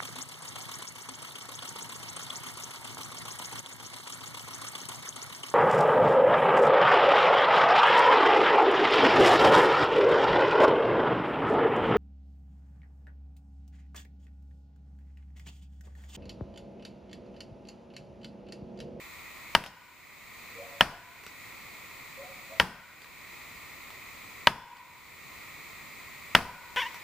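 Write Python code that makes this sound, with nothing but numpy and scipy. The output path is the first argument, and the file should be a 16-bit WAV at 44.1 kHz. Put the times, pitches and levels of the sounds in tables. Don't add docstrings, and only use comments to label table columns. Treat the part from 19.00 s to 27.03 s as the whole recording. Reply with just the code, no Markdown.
import sys
import numpy as np
from scipy import signal
from scipy.fft import rfft, irfft, next_fast_len
from scipy.io import wavfile
from scipy.ndimage import uniform_filter1d, minimum_filter1d

SR = 44100
rng = np.random.default_rng(int(sys.argv[2]) if len(sys.argv) > 2 else 0)


def output_pcm(signal):
    pcm = np.clip(np.atleast_2d(signal).T, -1, 1) * 32767
    wavfile.write(sys.argv[1], SR, np.round(pcm).astype(np.int16))


N = 354123

# f/Hz, likeness (1 = identical)
ECHO_LIKENESS = [(100, 0.97), (1000, 0.89), (2500, 0.78), (5000, 0.3), (12000, 0.082)]

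RING_HZ, UPPER_RING_HZ, RING_T60_S = 979, 1472, 1.24


def amp(db):
    return 10 ** (np.asarray(db) / 20)


def unit(x):
    return x / np.sqrt(np.mean(x ** 2) + 1e-20)


def fade(t, t60):
    return amp(-60 * t / t60)


def swell(t, rise_s):
    return 1 - np.exp(-t / rise_s)


def along(points, hz):
    f, value = np.transpose(points)
    return np.interp(np.log(hz + 1), np.log(f + 1), value)


def filtered(x, response):
    n = x.shape[-1]
    padded = next_fast_len(n + 8192)
    hz = np.fft.rfftfreq(padded, 1 / SR)
    return irfft(rfft(x, padded) * response(hz), padded)[..., :n]


def coloured(x, spectrum):
    return unit(filtered(x, lambda hz: amp(along(spectrum, hz))))


def stereo_noise(spectrum, alike, size):
    def mid_side_gains(hz):
        angle = np.arccos(np.clip(along(alike, hz), -1, 1)) / 2
        return np.array([np.cos(angle), np.sin(angle)])

    mid, side = filtered(rng.standard_normal((2, size)), mid_side_gains)
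    return coloured(np.array([mid + side, mid - side]), spectrum)


def add(track, s, sound):
    part = track[..., round(s * SR):][..., :sound.shape[-1]]
    part += sound[..., :part.shape[-1]]


def chops(bite_s=0.0034, wood_db=5, cut_db=7.0, splinter_db=-3, ring_db=-25, upper_ring_db=-42,
          thump_db=-26, echo_db=-13):
    # t/s, knock level/dB, knock f/Hz favoured by the cut, crack f/Hz, ring level/dB, splinter level/dB, thump level/dB
    blows = [(0.55, 1, 1105, 2960, -14, 1, 2), (1.8082, -1.5, 1767, 3160, -16, -4.5, -3.5),
             (3.5984, -1, 1420, 3010, -17, -4.5, 2.5), (5.471, 3, 895, 3280, -5.5, 0, -0.5),
             (7.3497, -5, 1380, 2580, -12.5, -1, 1.5)]
    # f/Hz, relative level/dB
    splinter_spectrum = [(100, -54), (400, -27), (900, -4.5), (2200, 0.5), (3000, 2), (4000, -8),
                         (5200, -8.5), (6200, -19.5), (8000, -27), (10500, -20.5), (13000, -26),
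                         (16000, -28)]
    # f/Hz, relative level/dB
    thump_spectrum = [(28, -30), (50, -7), (100, -0.5), (190, 4), (300, -6.5), (550, -7), (900, -28)]
    # f/Hz, relative level/dB
    echo_spectrum = [(100, 2), (400, -8), (700, 0.5), (1000, 2), (1450, -2), (2000, -4), (2800, -6.5),
                     (4000, -13), (5000, -10), (7000, -22.5), (11000, -20.5), (16000, -35)]
    splinter_likeness = [(2500, 0.9), (5000, 0.99), (9000, 0.78)]  # f/Hz, left-right likeness

    out = np.zeros((2, N))
    t = np.arange(SR * 3 // 4) / SR
    bite = np.minimum(t / 0.00083, 1) * fade(np.maximum(t - bite_s, 0), 0.0092)
    for s, knock_db, cut_hz, crack_hz, linger_db, split_db, low_db in blows:
        wood = amp(wood_db + knock_db) * knock(t, cut_hz, cut_db, crack_hz)
        add(out, s, in_forest(wood, near_db=-17, far_db=-23))

        ring = amp(ring_db + linger_db) * trunk_ring(t, RING_T60_S, RING_HZ)
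        ring = ring + amp(upper_ring_db) * trunk_ring(t, RING_T60_S, UPPER_RING_HZ)
        splinters = stereo_noise(splinter_spectrum, splinter_likeness, size=len(t)) * bite
        splinters = amp(splinter_db + split_db) * splinters

        thump = stereo_noise(thump_spectrum, ECHO_LIKENESS, size=len(t)) * fade(t, 0.33)
        thump = amp(thump_db + low_db) * thump
        wash_fade = fade(t, 0.094) + amp(-12.5) * fade(t, 0.49)
        wash = amp(echo_db) * stereo_noise(echo_spectrum, ECHO_LIKENESS, size=len(t)) * wash_fade
        add(out, s, splinters + ring + (thump + wash) * swell(t, 0.0016))
    return out


def knock(t, cut_hz, cut_db, crack_hz, crack_db=5, reach_hz=190, swell_s=0.00096):
    # f/Hz, level/dB, time to fall by 60 dB/s
    wood_modes = [(165, -20.5, 0.04), (573, -9.5, 0.024), (820, -18.5, 0.0092), (808, -12.5, 0.02),
                  (951, -7.5, 0.042), (1148, -12.5, 0.018), (1297, -11.5, 0.037), (1493, -8.5, 0.018),
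                  (1633, -9, 0.032), (1835, -2.5, 0.012), (1829, -6, 0.027), (1994, -3.5, 0.0078),
                  (2586, -6, 0.016), (2939, -5.5, 0.018), (3152, -11, 0.025), (3343, -12.5, 0.023),
                  (5206, -18, 0.012)]
    out = np.zeros(len(t))
    for k, (hz, db, t60) in enumerate(wood_modes):
        detune, spread_db = rng.standard_normal(2)
        lift_db = cut_db * np.exp(-((hz - cut_hz) / reach_hz) ** 2)
        lift_db += crack_db * np.exp(-((hz - crack_hz) / reach_hz) ** 2)
        level = amp(db + lift_db + 0.28 * spread_db)
        tone = np.sin(2 * np.pi * hz * (1 + 0.019 * detune) * t)
        out += (-1) ** k * level * fade(t, t60) * tone
    return out * (1 - np.exp(-(t / swell_s) ** 2))


def trunk_ring(t, t60, hz, width_hz=50):
    cluster = filtered(rng.standard_normal(len(t)), lambda f: 1 / (1 + ((f - hz) / width_hz) ** 2))
    return unit(cluster) * fade(t, t60) * swell(t, 0.0018)


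def in_forest(sound, near_db, far_db, near_t60=0.13):
    # f/Hz, relative level/dB
    scatter_spectrum = [(40, 10), (130, 8.5), (300, 3.5), (550, -1.5), (1000, -5), (2000, 1.5),
                        (3000, -6.5), (5000, 10.5), (11000, -0.5)]
    # f/Hz, time to fall by 60 dB/s
    forest_t60 = [(60, 0.53), (250, 0.93), (1000, 1), (2500, 1), (6000, 0.91), (12000, 0.11)]

    t = np.arange(SR) / SR
    far_noise = stereo_noise(scatter_spectrum, ECHO_LIKENESS, size=SR)
    hz, when, bands = signal.stft(far_noise, SR, nperseg=256)
    bands = bands * fade(when, along(forest_t60, hz)[:, None])
    far = signal.istft(bands, SR, nperseg=256)[1][:, :SR] * swell(t, 0.018)
    near = stereo_noise(scatter_spectrum, ECHO_LIKENESS, size=SR) * fade(t, near_t60) * swell(t, 0.0047)

    paths = amp(near_db) * near / np.linalg.norm(near[0]) + amp(far_db) * far / np.linalg.norm(far[0])
    paths[:, 0] += 1
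    return signal.fftconvolve(sound[None], paths, axes=1)


def squeak(level_db=0, ring_db=-44):
    # t/s, slips per second (before the octave jump doubles them)
    slip_rates = [(7.7617, 270), (7.775, 520), (7.788, 477), (7.803, 540), (7.815, 595), (7.823, 470),
                  (7.848, 445), (7.869, 490)]
    # t/s, level/dB
    rub_levels = [(7.761, -28), (7.775, -23.5), (7.833, -29.5), (7.847, -40), (7.867, -33.5), (7.885, -53)]
    # f/Hz, relative level/dB
    squeak_spectrum = [(250, -17), (520, -6.5), (760, -10), (990, 6.5), (1200, -16), (1500, 4.5),
                       (2100, 0.5), (2600, -1), (3200, 3), (4200, -22), (5600, -19.5), (8000, -30),
                       (15000, -32)]
    octave_jump_s = 7.8
    jitter, rasp_db = .022, -11

    start = slip_rates[0][0]
    t = np.arange(SR // 2) / SR
    rate = np.interp(start + t, *np.transpose(slip_rates))
    rate = rate * np.where(start + t < octave_jump_s, 1, 2)
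    rub_db = np.interp(start + t, *np.transpose(rub_levels), right=-120)

    wander = unit(uniform_filter1d(rng.standard_normal(len(t)), size=60))
    slip_count = np.cumsum(rate * (1 + jitter * wander)) / SR
    slips = np.diff(np.floor(slip_count), prepend=-1)
    slips = (slips - rate / SR) * np.sqrt(rate.mean() / rate)
    slips = signal.lfilter([-.85, 1], [1, -.85], slips)

    rasp = amp(rasp_db) * coloured(rng.standard_normal(len(t)), squeak_spectrum)
    rub = coloured(slips, squeak_spectrum) + rasp
    sound = rub * amp(level_db + rub_db) + amp(ring_db) * trunk_ring(t, RING_T60_S, RING_HZ)
    out = np.zeros((2, N))
    add(out, start, in_forest(sound, near_db=-12, far_db=-15))
    return out


def chips(level_db=1, t60=0.02):
    # t/s, level/dB relative to level_db
    landings = [(0.639, -23), (.662, -23.5), (2.2366, -36.5), (2.265, -33.5), (4.019, -39), (4.0443, -39),
                (4.9042, -42), (5.769, -38.5), (7.944, -38)]
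    # f/Hz, relative level/dB
    chip_spectrum = [(150, -7), (1000, 5), (3000, 4), (5000, -7), (8000, -15), (12000, -10), (16000, -39)]
    out = np.zeros((2, N))
    t = np.arange(SR // 8) / SR
    for s, db in landings:
        grit = coloured(rng.laplace(size=len(t)), chip_spectrum)
        crackle = grit * amp(db + level_db) * fade(t, t60)
        add(out, s, in_forest(crackle, near_db=-3, far_db=-17))
    return out


def hoots(level_db=-4, far_db=-2):
    # t/s, starting f/Hz before the hoarse wobble, level/dB relative to level_db
    calls = [(1.545, 459, -44), (1.575, 534, -37), (1.605, 666, -42.5), (1.91, 651, -37), (3.17, 525, -37),
             (3.225, 697, -42.5), (3.485, 525, -44.5), (3.5, 628, -40)]
    hoot_s, rise = 0.071, 0.077
    out = np.zeros((2, N))
    u = np.linspace(0, 1, int(hoot_s * SR))
    for s, hz, db in calls:
        pitch = hz * (1 + rise * np.sin(np.pi * u / 2))
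        wobble = unit(uniform_filter1d(rng.standard_normal(len(u)), size=120))
        pitch = pitch * (1 + .04 * wobble)
        tone = np.sin(2 * np.pi * np.cumsum(pitch) / SR) * np.sin(np.pi * u)
        add(out, s, in_forest(amp(db + level_db) * tone, near_db=-9, far_db=far_db))
    return out


def background(hiss_db=-47, rumble_db=-57.0, whine_hz=14835.3, whine_db=-57.5):
    # f/Hz, relative level/dB
    hiss_spectrum = [(410, -29), (700, -17), (830, -15.5), (1020, -7.5), (1350, -11), (1550, -18.5),
                     (1730, -17), (1870, -6), (2190, -4), (2490, -5.5), (2800, -18.5), (3370, -18),
                     (4050, -15), (5610, -25), (7200, -18.5), (9730, -28.5), (11800, -27), (13700, -34.5),
                     (15500, -67)]
    # f/Hz, relative level/dB
    rumble_spectrum = [(12, -31), (20, -10.5), (75, -2), (140, -2), (312, -5), (418, -6.5), (466, -7),
                       (579, -7.5), (800, -12.5), (1040, -36.5), (1760, -120)]
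    # f/Hz, likeness (1 = identical)
    likeness = [(60, 0.64), (120, 0.27), (240, 0.24), (480, 0.15), (950, 0.34), (1890, 0.87), (3770, 0.33),
                (7520, 0.2), (15000, 0.28)]
    hiss = amp(hiss_db) * stereo_noise(hiss_spectrum, likeness, size=N)
    rumble = amp(rumble_db) * stereo_noise(rumble_spectrum, likeness, size=N)
    whine = amp(whine_db) * np.sin(2 * np.pi * whine_hz * np.arange(N) / SR)
    return hiss + rumble + whine


def scene():
    # f/Hz, level/dB added left and taken right
    lean = [(30, .3), (120, 1.1), (500, 1.2), (1500, 1), (4000, -.1), (12000, -.2)]
    left_right = np.array([[1], [-1]])
    work = chops() + chips() + squeak()
    work = filtered(work, lambda hz: amp(along(lean, hz) * left_right))
    return work + hoots() + background()


def record(dry, recovery_db=16):
    ceiling, top_hz = .85, 16200
    over_db = 20 * np.log10(np.maximum(np.abs(dry).max(axis=0) / ceiling, 1))
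    release = recovery_db * np.arange(N) / SR
    gain_db = release - np.maximum.accumulate(over_db + release)
    gain_db = uniform_filter1d(minimum_filter1d(gain_db, size=15), size=15)
    return filtered(dry * amp(gain_db), lambda hz: np.clip((top_hz - hz) / 900, 0, 1))


dry = scene()
out = record(dry)
output_pcm(out)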